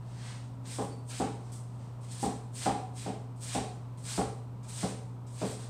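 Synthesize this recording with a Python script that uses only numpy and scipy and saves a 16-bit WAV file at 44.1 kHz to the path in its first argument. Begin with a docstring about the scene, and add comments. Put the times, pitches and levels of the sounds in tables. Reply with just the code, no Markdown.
"""A chef's knife goes through a cabbage in a small steel-lined kitchen, over steady hum, fan tones and air noise.
First the cabbage rustles over the board: a fine crackle of tiny clicks. Then come nine strokes in about five
seconds, each a dense run of bursting cells (random clicks that change level and brightness), with single leaves
snapping here and there and a dull knock on the board at the end, made of a noise thud and decaying tones.
After the first stroke the blade squeaks faintly (a wavering tone); two soft slides follow the second stroke."""
import sys
import numpy as np
from scipy import signal
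from scipy.fft import rfft, irfft, next_fast_len
from scipy.io import wavfile
from scipy.ndimage import uniform_filter1d

SR = 44100
rng = np.random.default_rng(int(sys.argv[2]) if len(sys.argv) > 2 else 0)


def file_out(sig):
    """Save sig as 16-bit WAV at sys.argv[1]."""
    # one column per channel
    cols = np.atleast_2d(sig).T
    # limit, then scale
    lim = np.clip(cols, -1, 1)
    pcm = np.round(lim * 32767).astype(np.int16)
    wavfile.write(sys.argv[1], SR, pcm)


N = 251034
TIME = np.arange(N) / SR  # seconds

# The blade's way through the cabbage: bites in at t/s, length/s, outer leaves level/dB, heart level/dB,
# depth of the heart (0-1), bottom leaves level/dB, brightness at the top/dB, brightness at the bottom/dB
STROKES = [(0.656, 0.12, -46, -41, 0.4, -68, 0.5, 2), (1.098, 0.096, -39, -38.5, 0.82, -48, 2.5, 1.5),
           (2.09, 0.15, -46, -42.5, 1, -44, 0, 4), (2.55, 0.102, -43.5, -34.5, 0.6, -36, 4.5, -2),
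           (2.965, 0.095, -41.5, -41.5, 0.16, -56, 2.5, -2), (3.412, 0.137, -44.5, -35.5, 0.45, -37, 3, -2),
           (4.045, 0.134, -42.5, -35, 0.32, -54, 0.5, 1), (4.69, 0.141, -45.5, -40, 0.88, -43.5, 4, 0),
           (5.312, 0.12, -57, -40, 0.78, -49, 5, 0)]
# Leaves snapping as the blade is set on, lifted off or parts the pieces: t/s, level/dB, brightness/dB
LEAF_SNAPS = [(0.811, -45, 7.5), (1.519, -43, 5.5), (2.008, -54.5, 4.5), (2.03, -48.5, -3), (3.36, -56, 3),
              (3.974, -48, 2.5), (4.63, -46.5, -2.5), (4.865, -39.5, 2), (5.266, -49, 0.5), (5.45, -36, 0),
              (5.495, -38.5, 3), (5.591, -40.5, -3), (5.635, -47, -3)]
# The blade meets the board: t/s, level/dB, table thump/dB, board boom/dB, board ring/dB, edge hardness/dB
BOARD_KNOCKS = [(0.785, -2.5, -3, 2, -0.5, -1), (1.2004, -1.5, 1.5, 5.5, 1.5, 2),
                (2.228, -2, 3.5, 7.5, 1.5, 0.5), (2.658, 1.5, 1, 2, 3, 2.5), (3.062, -4, 0.5, 1, -1, -4.5),
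                (3.549, -2.5, 2, 3.5, 0.5, -1), (4.178, 1, 3.5, 0.5, -2.5, 1.5),
                (4.831, -2.5, 4, 2, -5.5, -2.5), (5.416, 0, 1, 0, -6.5, -3)]
# The cabbage slid over the board: fastest at t/s, level/dB, brightness/dB
CABBAGE_SLIDES = [(0.275, -46, -5), (1.47, -60, -2), (1.82, -61.5, -2.5)]
# What the board and its table ring with: f/Hz, level/dB, time to lose 60 dB/s
BOARD_RINGS = [(68, -7.5, 0.47), (191, 4, 0.29), (200, 2.5, 0.36), (252, 2, 0.31), (274, 3.5, 0.32),
               (307, -31, 0.28), (348, -7, 0.38), (400, -12.5, 0.61), (422, 3, 0.46), (446, -2.5, 0.73),
               (495.5, -7.5, 0.56), (557, -9, 0.39), (613, 0, 0.21), (706, 5.5, 0.18), (761, -23, 0.16),
               (788, 4.5, 0.22), (813, 2.5, 0.45), (870, -24, 0.3), (921, -14, 0.4), (990, -24, 0.26),
               (1130, -15, 0.25), (1370, -31, 0.43)]
# Colour of the short thud of the blow: f/Hz, level/dB
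THUD_COLOUR = [(25, -56), (55, -4), (100, -6), (160, 2), (240, -1), (340, 1), (450, 1), (650, -2),
               (770, 7.5), (880, -4.5), (1050, -5.5), (1300, -13.5), (1800, -20.5), (8000, -48)]
# Colour of bursting leaf cells: f/Hz, level/dB
CRUNCH_COLOUR = [(100, -40), (400, -9), (800, -3), (1500, -2), (2000, -2.5), (2700, -2.5), (3700, 0.3),
                 (5000, 0), (6500, -1.5), (8400, -1), (10000, -2.5), (12000, -5), (15000, -12)]
# Colour of leaves rubbing on the board: f/Hz, level/dB
RUB_COLOUR = [(100, -21), (600, -1), (1500, 0), (2500, -2.5), (4500, 1), (7000, -1.5), (9000, -1.5),
              (12000, -5), (15000, -16)]
# Strong returns from ceiling and steel walls: delay t/s, level/dB
WALL_ECHOES = [(.0032, -12.5), (.0063, -3), (0.0113, -5), (0.016, -2.5), (0.0347, -3), (.0385, -4),
               (0.065, -11)]
# Colour of the extractor fan's air: f/Hz, level/dB
AIR_COLOUR = [(20, -39), (32, -56), (54, -37), (70, -32), (95, -31.5), (180, -30), (255, -33.5), (310, -43),
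              (500, -41.5), (1000, -43.5), (1300, -49.5), (1700, -59.5), (3000, -63.5), (9000, -75)]
# Fan and compressor tones: f/Hz, level/dB
MACHINE_TONES = [(54, -68), (133, -61.5), (179, -63.5), (267.5, -60.5), (339, -71), (400, -71.5),
                 (533, -87.5), (894, -74), (985, -70.5), (1378, -94)]
# The microphone port resonates and then rolls off: f/Hz, level/dB
MIC_COLOUR = [(20, -0.5), (6500, -0.5), (7500, 1.5), (8300, 6), (8800, 5), (9500, -3), (10500, -9),
              (12000, -14), (16000, -10.5)]

HUM_HZ, HUM_DB = 119.97, -41.5  # pitch and rms level of the hum
TOP_HZ = 15500  # upper edge of the sound
BITE_S = 0.011  # time constant with which the edge sinks in
BITE_BRIGHT_DB = 5.5  # the first nick is thin and sharp
HEART_SAG_DB_PER_S = 47  # the crunch eases once the heart has split
STOP_T60_S = 0.17  # the last fractures die away once the blade is down
BEDDED_BRIGHT_DB = -14.5  # with the blade buried and resting on the board
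PINCH_LEAD_S, PINCH_S = 0.011, 0.0094  # bottom leaves are pinched just before the stroke ends
SLIDE_RISE_DB_PER_S, SLIDE_FALL_DB_PER_S = 78, 105  # each push gathers speed and comes to rest


def cutting():
    """The edge bursts cells in clusters, one for each leaf that it passes; thick ribs crack in between."""
    clusters = undb(2.8 * walk(rate=110))
    cells = unit(crackle(rate=3000, spread_db=4.5) * clusters)
    rib_colour = [(500, -13.5), (2500, 1.5), (5000, -3), (12000, -5.0)]  # f/Hz, level/dB
    ribs = unit(colour(crackle(rate=130, spread_db=4.0), rib_colour))
    moves = [stroke(*row) for row in STROKES]
    return undb(-0.4) * play(cells + undb(-6.5) * ribs, moves, flutter_db=2.0)


def stroke(s, length, outer_db, heart_db, heart_depth, bottom_db, top_bright_db, bottom_bright_db):
    """The crunch goes from outer leaves to heart, shifts colour with depth and ends with the bottom leaves."""
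    t = TIME - s
    heart_s = length * np.clip(heart_depth, .05, 1)
    db = np.interp(t, [0, heart_s], [outer_db, heart_db])
    db = db - HEART_SAG_DB_PER_S * np.maximum(t - heart_s, 0)
    bite = np.exp(np.minimum(t, 0) / BITE_S)  # rises to 1 at the moment s
    moving = fade(np.maximum(t - length, 0), STOP_T60_S)  # 1 until the stroke ends, then fades
    pinch = undb(bottom_db) * np.exp(-((t - length + PINCH_LEAD_S) / PINCH_S) ** 2)
    leaf_bright_db = np.interp(t, [0, length], [top_bright_db, bottom_bright_db])
    bright_db = (1 - bite) * BITE_BRIGHT_DB + moving * leaf_bright_db + (1 - moving) * BEDDED_BRIGHT_DB
    return bite * moving * undb(db) + pinch, bright_db


def snapping():
    """A leaf gives way in a short spurt of fractures that starts at once and dies away."""
    out = np.zeros(N)
    cells = crackle(rate=9000, spread_db=3)
    for s, db, bright_db in LEAF_SNAPS:
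        spurt = (TIME >= s) * fade(np.abs(TIME - s), t60=0.13)
        out += undb(db) * spurt * brighten(cells, bright_db)
    return colour(out, [(1000, -1), (3000, -1.8), (5000, -0.24), (12000, 1)])


def knocking():
    """Each stroke ends on the board: a thud thrown about the room, and the ring of board and table."""
    t, out = TIME[:SR], np.zeros(N)
    # complex tones, so that each blow can set its own phases
    modes = np.array([undb(db) * fade(t, t60) * np.exp(2j * np.pi * hz * t) for hz, db, t60 in BOARD_RINGS])
    for s, db, thump_db, boom_db, ring_db, hard_db in BOARD_KNOCKS:
        # the edge beds into the board along its length over a few milliseconds
        thud = colour(diffuse(t60=.014, treble_t60=.025, build_s=0.00012, size=80), THUD_COLOUR)
        blow = kitchen(thud, direct_db=-10.0, echo_db=-8.5, tail_db=-1.5,
                       t60=0.5, treble_t60=0.27, build_s=0.0017)
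        # each spot on the board shares the blow differently among the modes
        shares = undb(1.0 * rng.standard_normal(len(modes)))
        phases = np.exp(2j * np.pi * rng.random(len(modes)))
        ring = ((shares * phases) @ modes).imag * (1 - np.exp(-t / 0.011))
        # where and how squarely the edge lands decides which range it drives
        contact = [(200, thump_db), (245, boom_db), (275, boom_db), (330, -0.36),
                   (580, -0.076), (720, ring_db), (830, ring_db), (1050, hard_db)]
        knock = colour(undb(15) * blow + undb(-37.0) * ring, contact)
        add(out, undb(db) * knock, s)
    return out


def sliding():
    """Cut leaves drag over the board with a fine, even rustle of tiny clicks."""
    moves = [shove(*row) for row in CABBAGE_SLIDES]
    return colour(play(crackle(rate=9000, spread_db=3), moves, flutter_db=1.5), RUB_COLOUR)


def shove(s, db, bright_db):
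    """One push of the hand: the rustle rises to its fastest moment and falls away."""
    drop_db = np.maximum(SLIDE_RISE_DB_PER_S * (s - TIME), SLIDE_FALL_DB_PER_S * (TIME - s))
    return undb(db - drop_db), bright_db


def squeak(s=0.9, length=0.14, edge_s=0.0066, hz=4540, db=-60, t60=0.44):
    """The wet blade squeaks faintly, with unsteady pitch, as it is drawn out of the cut."""
    pitch = hz * (1 + .015 * walk(rate=600))
    tone = np.sin(2 * np.pi * np.cumsum(pitch) / SR)
    t = np.clip(TIME - s, 0, length)
    edges = np.minimum(np.minimum(t, length - t) / edge_s, 1)  # soft start and end
    pressure = edges * fade(t, t60)
    return undb(db) * pressure * tone


def machines():
    """Steady mains hum of the compressor, wavering fan and compressor tones, and rushing air as noise."""
    hum = undb(HUM_DB) * np.sin(2 * np.pi * HUM_HZ * TIME)
    for hz, db in MACHINE_TONES:
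        level = undb(db + 2 * walk(rate=4.2))
        hum += level * np.sin(2 * np.pi * hz * TIME + 0.68 * walk(rate=5))
    air = colour(rng.standard_normal(N), AIR_COLOUR) * undb(.5 * walk(rate=4))
    return np.sqrt(2) * hum + air  # the root of 2 turns rms levels into sine peaks


def kitchen(x, direct_db, echo_db, tail_db, t60, treble_t60, build_s):
    """Direct sound, a few hard returns and the diffuse ring of the room, from one spot on the board."""
    response = undb(tail_db) * diffuse(t60, treble_t60, build_s)
    response[0] += undb(direct_db)
    for s, db in WALL_ECHOES:
        delay_s = s + .0003 * rng.standard_normal()  # differs a little from spot to spot
        response[int(delay_s * SR)] += undb(db + echo_db)
    return signal.fftconvolve(x, response)[:len(x)]


def diffuse(t60, treble_t60, build_s, size=24):
    """A dense decaying noise burst of energy 1, spread evenly over frequency; treble has its own decay."""
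    t = TIME[:SR]
    noise = rng.standard_normal(SR)
    treble_share = np.clip(np.arange(SR // 2 + 1) / TOP_HZ, 0, 1) ** 2
    treble = irfft(rfft(noise) * treble_share, SR)
    decaying = (noise - treble) * fade(t, t60) + treble * fade(t, treble_t60)
    spectrum = rfft(decaying * (1 - np.exp(-t / build_s)))
    local_power = uniform_filter1d(np.abs(spectrum) ** 2, size)
    tail = irfft(spectrum / np.sqrt(local_power), SR)
    return unit(tail * (t < .8)) / np.sqrt(SR)


def play(grains, moves, flutter_db):
    """Grains led through (gain, brightness dB) moves over time; the colour also shifts by slow chance."""
    gain = sum(g for g, bright in moves)
    bright_db = sum(g * bright for g, bright in moves) / (gain + 1e-12)  # the louder move counts more
    return gain * brighten(grains, bright_db + flutter_db * walk(rate=82))


def crackle(rate, spread_db):
    """Random tiny fractures, rate of them a second on average, many small and a few large; rms 1."""
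    chance, size, push = rng.random(N), rng.exponential(size=N), rng.choice([-1, 1], N)
    height = undb(spread_db * np.minimum(size, np.pi))
    return unit((chance < rate / SR) * push * height)


def brighten(x, db, low_hz=3000, high_hz=7000):
    """See-saw tilt: positive dB lifts the treble and lowers the bass, as thin leaves sound brighter."""
    f = np.fft.rfftfreq(N, 1 / SR) + 1  # 1 Hz up, so there is no division by zero
    low = irfft(rfft(x) / (1 + (f / low_hz) ** 6), N)
    high = irfft(rfft(x) / (1 + (high_hz / f) ** 6), N)
    return x - low - high + low * undb(-db) + high * undb(db)


def walk(rate):
    """Slow chance: random levels held 1 / rate s and smoothed twice; spread near 1."""
    k = int(SR / rate)
    steps = np.repeat(rng.standard_normal(N // k + 1), k)
    smooth = uniform_filter1d(uniform_filter1d(steps, k), k)
    return unit(smooth)[:N]


def colour(x, points):
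    """Filter through (f/Hz, level/dB) points that never sounds early, made from the cepstrum of the log gain."""
    size = next_fast_len(len(x) + SR // 2, True) * 2
    hz, db = np.transpose(points)
    log_f = np.log(np.fft.rfftfreq(size, 1 / SR) + 1)
    cepstrum = irfft(np.log(undb(np.interp(log_f, np.log(hz), db))))
    # fold the backward half onto the forward half
    cepstrum[1:size // 2] *= 2
    cepstrum[size // 2 + 1:] = 0
    return irfft(rfft(x, size) * np.exp(rfft(cepstrum)))[:len(x)]


def undb(db):
    """Decibels to gain."""
    return 10 ** (np.asarray(db) / 20)


def unit(x):
    """Scale to rms 1."""
    return x / np.sqrt(np.mean(x ** 2))


def fade(t, t60):
    """Exponential decay that loses 60 dB in t60 seconds."""
    return np.exp(-np.log(1000) * t / t60)


def add(out, x, s):
    """Mix x into out from time s on."""
    i = max(int(s * SR), 0)
    out[i:i + len(x)] += x[:max(len(out) - i, 0)]


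def scene(count=5):
    """Leaves, blade and board in the ringing kitchen, over the machines."""
    cracks = cutting() + snapping()
    # fractures hop between spots along the blade, each with its own paths round the room
    spot = np.repeat(rng.integers(count, size=N), 64)[:N]
    # piled cabbages stand between board and microphone, so most of the crunch arrives by the walls
    crunch = sum(kitchen(cracks * (spot == k), direct_db=-9.5, echo_db=-10, tail_db=-1.46,
                         t60=0.49, treble_t60=0.16, build_s=0.0043) for k in range(count))
    rustle = kitchen(sliding() + squeak(), direct_db=-6.0, echo_db=-15, tail_db=0.2,
                     t60=0.38, treble_t60=0.22, build_s=0.003)
    return (colour(crunch, CRUNCH_COLOUR) + rustle + knocking() + machines())[None]


def record(dry):
    """Microphone colour, a trace of preamplifier hiss and a steep top cut."""
    heard = colour(dry[0], MIC_COLOUR) + undb(-78) * rng.standard_normal(N)
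    top_cut = signal.ellip(10, .2, 80, TOP_HZ, fs=SR, output="sos")
    return signal.sosfilt(top_cut, heard)[None]


dry = scene()
out = record(dry)
file_out(out)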